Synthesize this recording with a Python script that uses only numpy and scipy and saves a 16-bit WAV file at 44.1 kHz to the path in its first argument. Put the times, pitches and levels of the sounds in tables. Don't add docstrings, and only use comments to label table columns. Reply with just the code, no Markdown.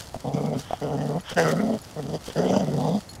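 import sys
import numpy as np
from scipy import signal
from scipy.io import wavfile
from scipy.ndimage import uniform_filter1d

SR = 44100
rng = np.random.default_rng(int(sys.argv[2]) if len(sys.argv) > 2 else 0)


def waveform_to_disk(signal):
    frames = np.transpose(np.atleast_2d(signal))
    scaled = np.clip(frames, -1, 1) * 32767
    samples = np.round(scaled).astype(np.int16)
    wavfile.write(sys.argv[1], SR, samples)


N = 141120

# (f/Hz, level/dB per Hz), only the shape counts
HUSH_SPECTRUM = [(12, -32), (20, -31), (93, 9), (202, -1), (373, -6.5), (454, -5.5), (536, -5.5),
                 (617, -4.5), (911, -8), (1050, -12), (2480, -20), (3380, -25), (4990, -24.5), (11800, -29),
                 (15600, -41)]
HUSH_DB, PATCH_DB = -44.5, 1.5

# (t/s, level/dB before RUSTLE_GAIN_DB is added)
RUSTLE = [(0.0, -47), (0.07, -54), (0.16, -56), (0.2, -57.5), (0.33, -58.5), (0.35, -55), (0.56, -60),
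          (0.59, -44.5), (0.68, -59.5), (1.02, -58.5), (1.09, -50.5), (1.1, -56.5), (1.28, -63),
          (1.3, -43.5), (1.36, -68), (1.38, -39.5), (1.43, -47.5), (1.52, -44), (1.53, -51), (1.8, -54.5),
          (1.82, -62), (1.83, -54.5), (2.13, -57), (2.16, -50), (2.18, -62.5), (2.27, -45.5), (2.29, -52.5),
          (2.78, -54.5), (2.8, -50), (2.92, -54.5), (3.03, -55), (3.07, -59.5), (3.1, -53.5), (3.2, -80)]
# (f/Hz, level/dB per Hz), only the shape counts
LEAF_SPECTRUM = [(530, -32), (900, 0), (1030, -8), (1210, 1), (2340, -6.5), (3160, 0), (4050, -2.5),
                 (4410, 1.5), (9700, -7.5), (15600, -18.5)]
# (t/s, level/dB before SNAP_TRIM_DB is added)
LOUD_SNAPS = [(0.0548, -46), (0.2042, -38), (0.4599, -38.5), (0.593, -37), (0.6389, -47), (0.801, -39.5),
              (1.299, -40), (1.3442, -37.5), (1.488, -30.5), (1.515, -28), (2.5741, -38), (3.005, -38),
              (3.135, -41), (3.152, -42.5), (3.156, -45), (3.162, -47)]
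RUSTLE_GAIN_DB, SNAP_TRIM_DB = 5, -0.5
CRACKLES_PER_S, CRACKLE_SPREAD_DB = 820, 4
SWISH = 0.73
SNAP_DECAY_S = 0.0046

# (t/s, main ring level/dB, f/Hz, time to fall 60 dB/s, thump level/dB against the ring)
CLACKS = [(0.145, -19, 686, 0.025, -31), (0.157, -29.5, 600, 0.02, 3), (0.165, -27.5, 630, 0.025, 4.5),
          (0.708, -16, 672, 0.023, -32), (0.733, -12, 731, 0.031, -18.5), (1.315, -26.5, 473, 0.03, -8),
          (1.327, -28, 520, 0.036, 2.5), (2.28, -29, 390, 0.017, -6), (2.284, -19.5, 470, 0.016, -17),
          (2.301, -25.5, 450, 0.018, -10)]
THUMP_HZ, THUMP_T60_S = 212, 0.025
TICK_DB = -23

# (t/s, pitch f/Hz, chest level/dB,
# then mouth, palate and breath level/dB, each against the chest)
GROWLS = [
    [(0.235, 134.5, -43, -15, -32, -25), (0.245, 134.3, -33, 0.5, -20, -24),
     (0.289, 140.8, -27.5, -3.5, -42, -25), (0.321, 141.9, -43, 7, -24, -37),
     (0.339, 138.1, -21.5, -12, -27, -23), (0.387, 143.6, -27.5, -1, -16.5, -29),
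     (0.419, 141.5, -30, -2.5, -24, -29), (0.457, 153.9, -25, -4.5, -23.5, -30),
     (0.521, 150.4, -28.5, -4.5, -24, -38), (0.541, 147.2, -32, 4, -19, -13),
     (0.571, 135.5, -24, -12.5, -27, -43), (0.593, 136.5, -32, -5, -21, -14),
     (0.625, 133, -51, -19, -11, 0)],
    [(0.805, 150.4, -36, -2, -24, -21), (0.827, 146.4, -29.5, 0.5, -15, -18),
     (0.879, 140.1, -32, 2, -18, -18), (0.917, 146.4, -32, 2, -17, -26),
     (0.949, 140.4, -26, -2.5, -24, -26), (0.977, 140, -27, -6.5, -22, -23.5),
     (1.077, 150.2, -27.5, -5.5, -22.5, -28), (1.121, 147, -27, -2.5, -26, -49),
     (1.129, 150.3, -32.5, 1.5, -18, -26), (1.151, 154.8, -25.5, -4, -26, -36),
     (1.185, 185.7, -28, -3.5, -25, -31), (1.201, 188.4, -37.5, -27, -10.5, -10.5),
     (1.215, 190.2, -48, -12, -20, -11)],
    [(1.352, 181.7, -33, -30, -22, -22), (1.374, 177.2, -28, 8, 0.5, -8), (1.4, 162.4, -27.5, 10, 2.5, -8),
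     (1.426, 166.3, -26.5, 2.5, -4, -10), (1.458, 157.2, -25, 2, -4, -16),
     (1.512, 158.6, -26.5, 2, -5, -19), (1.55, 161.1, -24, -5.5, -20.5, -31),
     (1.578, 177.8, -24, -5, -14.5, -54), (1.612, 210.9, -24, -9.5, -14, -28),
     (1.626, 215.7, -22.5, -6, -24, -34), (1.732, 220.2, -25.5, -3, -28, -27.5),
     (1.762, 215.3, -27.5, -4, -24, -34), (1.785, 222, -42, -4, -15, -7)],
    [(1.955, 157.9, -40, 1, -27, -16), (1.969, 155.2, -38, 3.5, -19, -27),
     (1.979, 153.3, -34, -1.5, -14, -19), (2.001, 147, -31.5, 3, -21, -33),
     (2.013, 141.7, -38, -4, -34, -37), (2.025, 136.3, -34, -19, -35, -34),
     (2.035, 136.2, -32, -7, -27, -10), (2.045, 136.5, -34.5, -4, -21, -37),
     (2.087, 147, -29.5, -8.5, -25, -24), (2.117, 156.1, -34.5, -2.5, -22, -19),
     (2.151, 157.4, -27.5, 1.5, -21, -15), (2.175, 153, -36.5, -9, -23, -16),
     (2.185, 158.9, -41, 4, -13, 5)],
    [(2.35, 154.8, -34, 1, -23, -29), (2.368, 155.8, -26, 1.5, -10.5, -16.5),
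     (2.41, 180.1, -25.5, 2, -16.5, -18.5), (2.49, 184, -25.5, 1, -22, -17),
     (2.562, 196.5, -20.5, -1, -20.5, -17.5), (2.602, 200.8, -25, -3, -24, -18),
     (2.652, 151.4, -26, -6.5, -25, -30.5), (2.786, 139.6, -24.5, -6, -30.5, -29.5),
     (2.878, 159.1, -25.5, -0.5, -27, -20.5), (2.898, 160.1, -23.5, -4.5, -28, -25),
     (2.948, 205.5, -21.5, -10, -39, -23.5), (2.988, 208, -26, -10.5, -26, -27),
     (3.003, 206.7, -55, -14, -11, -17)],
]
# (t/s, roughness from 0 to 1)
ROUGHNESS = [(.24, .25), (.32, .35), (.36, .6), (.55, .55), (.62, .4), (.81, .25), (.95, .35), (1.05, .55),
             (1.2, .4), (1.36, .13), (1.44, .15), (1.52, .3), (1.66, .6), (1.72, .8), (1.79, .8),
             (1.96, .1), (2.03, .15), (2.07, .6), (2.12, .2), (2.18, .15), (2.36, .45), (2.45, .6),
             (2.6, .7), (2.66, .45), (2.75, .7), (2.85, .45), (2.95, .45)]
# (t/s, mouth stretch factor, low palate f/Hz, high palate f/Hz,
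# first breath f/Hz)
JAW = [(.24, 1.15, 1270, 1940, 3430), (.36, 1.07, 1190, 2240, 3230), (.5, 1.01, 1310, 2120, 3280),
       (0.601, 0.98, 1300, 2100, 3070), (.82, 1.036, 1380, 2000, 3000), (1.0, 1.04, 1280, 1777, 2950),
       (1.19, 1.02, 1280, 1900, 3050), (1.37, 0.99, 1550, 1840, 2830), (1.41, 1.07, 1590, 1935, 2730),
       (1.46, 0.99, 1350, 1960, 2930), (1.52, 0.93, 1290, 1870, 3120), (1.6, 0.96, 1340, 1990, 3210),
       (1.77, 0.89, 1292, 1930, 3020), (1.97, 0.99, 1280, 1900, 3300), (2.17, 0.92, 1230, 1850, 3230),
       (2.37, 0.93, 1420, 1760, 3020), (2.43, 0.96, 1450, 1940, 3160), (2.49, 0.91, 1370, 2100, 3130),
       (2.57, 1.04, 1450, 2010, 2970), (2.65, 0.96, 1310, 2000, 3100), (2.721, 0.9, 1360, 1900, 3230),
       (2.85, 1.15, 1240, 1937, 3620), (2.979, 1.01, 1185, 2030, 3420)]
# (f/Hz, width/Hz, level/dB within the band)
CHEST = [(162.8, 115, 1), (250.2, 78, 3)]
# (f/Hz before the jaw stretch, width/Hz, level/dB within the band)
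MOUTH = [(442.2, 120, 6), (587, 133, 2.5), (707, 172, 2), (944, 400, -14.5)]
# (width/Hz, level/dB within the band)
PALATE = [(260, 12.5), (280, 8.5)]
# (f/Hz, width/Hz, level/dB within the band); JAW replaces the first f
BREATH = [(3146, 610, 7.5), (4790, 380, 4), (5930, 1200, 0), (7500, 400, -8.5)]
# level/dB for chest, mouth, palate, breath
FLARE_DB = [1.5, 2., 3., 4.]
AIR_SHARE = [.15, .3, .45, .75]
JITTER_CYCLES, SHIMMER_DB, FLUTTER_DB = 0.2, 3.0, 4
FLUTTER_HZ = 27.52
PUFF_CYCLES = 0.35
REOPEN_CYCLES, REOPEN_DB = 0.447, -9
GROWL_FADE_S = 0.012

# (t/s, level/dB)
GASPS = [
    [(0.62, -51), (0.624, -51), (0.736, -44), (0.796, -57), (0.8, -57)],
    [(1.23, -72), (1.24, -49), (1.296, -37), (1.326, -34), (1.35, -59)],
    [(2.24, -76), (2.282, -40.5), (2.292, -68), (2.302, -38), (2.34, -60)],
]
# (f/Hz, width/Hz, level/dB before the gasp is evened)
GASP_RESONANCES = [(1250, 1370, 11), (3220, 650, 13), (5340, 1800, 0.67)]

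# (f/Hz, level/dB, time to fall 60 dB/s)
TAG_MODES = [(4285, 0, 0.14), (6910, -1.5, 0.078), (10150, -3.5, 0.046), (12800, -17, .07)]
# (t/s, level/dB, free ringing/s until fur damps it, tilt/dB per octave upwards)
JINGLES = [(1.208, -52.5, .012, 10), (1.816, -54, .01, 14), (2.701, -63, .012, 7), (3.092, -38, 0.02, -7),
           (3.097, -52.5, .012, 11), (3.113, -49, 0.0064, 8), (3.132, -53, .007, 8),
           (3.152, -50, 0.0052, 5)]
FUR_DECAY_S, MODE_SPREAD_DB = 0.0015, 1.1

TOP_HZ = 15800


def amp(db):
    return 10 ** (np.asarray(db) / 20)


def evened(x):
    return x / np.sqrt(np.mean(x ** 2) + 1e-20)


def add(mix, start_s, sound):
    part = mix[round(start_s * SR):][:len(sound)]
    part += sound[:len(part)]


def curve(rows, t):
    times, values = np.transpose(rows)
    return np.interp(t, times, values)


def coloured(x, spectrum):
    hz = np.abs(np.fft.fftfreq(4096, 1 / SR))
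    f, db = np.transpose(spectrum)
    log_gain = np.interp(np.log(hz + 1), np.log(f + 1), db) * np.log(10) / 20
    response = np.exp(np.conj(signal.hilbert(log_gain)))
    taps = np.fft.ifft(response).real[:2048]
    return signal.oaconvolve(x, taps)[:len(x)]


def ring(hz, t60, length=.25):
    t = np.arange(0, length, 1 / SR)
    return amp(-60 * t / t60) * np.sin(2 * np.pi * hz * t)


def resonate(x, hz, width):
    turn = np.exp(2j * np.pi * np.cumsum(hz * np.ones(len(x))) / SR)
    r = np.exp(-np.pi * width / SR)
    low = signal.lfilter([(1 - r) ** 2], [1, -2 * r, r * r], x / turn)
    return 2 * (turn * low).real


def tract(x, peaks, flare_db=0):
    steps = np.arange(len(x)) * 40 / SR
    out = np.zeros(len(x))
    for k, (hz, width, db) in enumerate(peaks):
        flare = np.interp(steps, np.arange(40), rng.standard_normal(40))
        out += (-1) ** k * amp(db + flare_db * flare) * resonate(x, hz, width)
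    return out


def hush():
    frames, hz = N // 256 + 5, np.fft.rfftfreq(1024, 1 / SR)
    real, imag, patches = rng.standard_normal((frames, 513, 3)).T
    patches = uniform_filter1d(patches, 10, 0)
    patches = evened(uniform_filter1d(patches, 12, 1))
    f, db = np.transpose(HUSH_SPECTRUM)
    level_db = np.interp(np.log(hz + 1), np.log(f + 1), db)[:, None] + PATCH_DB * patches
    noise = signal.istft((real + 1j * imag) * amp(level_db), nperseg=1024, noverlap=768)[1][:N]
    return amp(HUSH_DB) * evened(noise)


def leaves():
    t = np.arange(N) / SR
    spread_db = CRACKLE_SPREAD_DB * np.minimum(rng.exponential(1, N), 4)
    clicks = amp(spread_db) * (rng.random(N) < CRACKLES_PER_S / SR)
    bursts = signal.oaconvolve(clicks, np.exp(-np.arange(200) / 30))[:N]
    crackle = evened(bursts * rng.standard_normal(N))
    rustle = evened(coloured(crackle + SWISH * rng.standard_normal(N), LEAF_SPECTRUM))
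    out = amp(RUSTLE_GAIN_DB + curve(RUSTLE, t)) * rustle
    decay = np.exp(-t[:900] / SNAP_DECAY_S)
    for start_s, db in LOUD_SNAPS:
        snap = evened(coloured(rng.standard_normal(900), LEAF_SPECTRUM))
        add(out, start_s, amp(db + SNAP_TRIM_DB) * decay * snap)
    return out


def jaw_clacks():
    out = np.zeros(N)
    for start_s, db, hz, t60, thump_db in CLACKS:
        thump = amp(thump_db) * ring(THUMP_HZ, THUMP_T60_S)
        tick = amp(TICK_DB) * rng.standard_normal(60) * np.exp(-np.arange(60) / 15)
        add(out, start_s, amp(db) * (ring(hz, t60) + thump))
        add(out, start_s, amp(db) * tick)
    return out


def fold_beats(t, pitch_hz, rough):
    chance = rng.standard_normal((200, 2))
    even = np.cumsum(pitch_hz) / SR
    turns = even + JITTER_CYCLES * rough * np.interp(even, np.arange(200), chance[:, 0])
    cycle = np.clip(np.floor(turns).astype(int), 0, 199)
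    speed = 1 + 2.4 * uniform_filter1d(rng.standard_normal(len(t)), 900)
    flutter = np.cos(2 * np.pi * FLUTTER_HZ * np.cumsum(speed) / SR)
    strength = amp(rough * (SHIMMER_DB * chance[cycle, 1] + FLUTTER_DB * flutter))
    parting = np.floor(turns - REOPEN_CYCLES)
    closing_pulses = np.diff(cycle, prepend=cycle[0]) > 0
    opening_pulses = np.diff(parting, prepend=parting[0]) > 0
    beats = evened(closing_pulses - 2 * rough * amp(REOPEN_DB) * opening_pulses) * strength
    puffs = np.exp(-(turns % 1) / PUFF_CYCLES) * rng.standard_normal(len(t))
    return beats, evened(puffs) * strength


def mouth_shape(t):
    times, *jaw = np.transpose(JAW)
    stretch, low_hz, high_hz, breath_hz = (np.interp(t, times, column) for column in jaw)
    mouth = [(f * stretch, width, db) for f, width, db in MOUTH]
    palate = [(low_hz, *PALATE[0]), (high_hz, *PALATE[1])]
    breath = [(breath_hz, *BREATH[0][1:])] + BREATH[1:]
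    return CHEST, mouth, palate, breath


def growl(rows):
    s, hz, chest_db, *above_db = np.transpose(rows)
    t = np.arange(s[0], s[-1], 1 / SR)
    rough = curve(ROUGHNESS, t)
    beats, puffs = fold_beats(t, np.interp(t, s, hz), rough)
    out = np.zeros(len(t))
    relative_db = [0 * s] + above_db
    for peaks, rel_db, share, flare_db in zip(mouth_shape(t), relative_db, AIR_SHARE, FLARE_DB):
        air = np.clip(share * 2 * rough, 0, 1)
        drive = np.sqrt(1 - air) * beats + np.sqrt(air) * puffs
        band = tract(drive, peaks, flare_db)
        band = band / np.sqrt(uniform_filter1d(band ** 2, 4000) + 1e-12)
        out += band * amp(np.interp(t, s, chest_db + rel_db))
    out = signal.sosfilt(signal.butter(2, 90, "high", fs=SR, output="sos"), out)
    fade = np.clip(np.minimum(t - s[0], s[-1] - t) / GROWL_FADE_S, 0, 1)
    return s[0], -out * fade


def growls():
    out = np.zeros(N)
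    for rows in GROWLS:
        add(out, *growl(rows))
    return out


def gasps():
    out = np.zeros(N)
    for rows in GASPS:
        t = np.arange(rows[0][0], rows[-1][0], 1 / SR)
        air = evened(tract(rng.standard_normal(len(t)), GASP_RESONANCES))
        add(out, t[0], air * amp(curve(rows, t)) * signal.windows.tukey(len(t), .2))
    return out


def collar_tags():
    out, t = np.zeros(N), np.arange(0, .25, 1 / SR)
    for start_s, db, held_s, tilt_db in JINGLES:
        knock = np.zeros(len(t))
        for hz, mode_db, t60 in TAG_MODES:
            octaves = np.log2(hz / TAG_MODES[0][0])
            chance_db = MODE_SPREAD_DB * rng.standard_normal()
            knock += amp(mode_db + tilt_db * octaves + chance_db) * ring(hz, t60)
        damping = np.exp(-np.maximum(t - held_s, 0) / FUR_DECAY_S)
        add(out, start_s, amp(db) * knock * damping)
    return out


def scene():
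    return (hush() + leaves() + jaw_clacks() + growls() + gasps() + collar_tags())[None]


def record(dry):
    lowpass = signal.firwin(511, TOP_HZ, window=("kaiser", 9), fs=SR)
    return signal.oaconvolve(dry, lowpass[None], "same")


dry = scene()
out = record(dry)
waveform_to_disk(out)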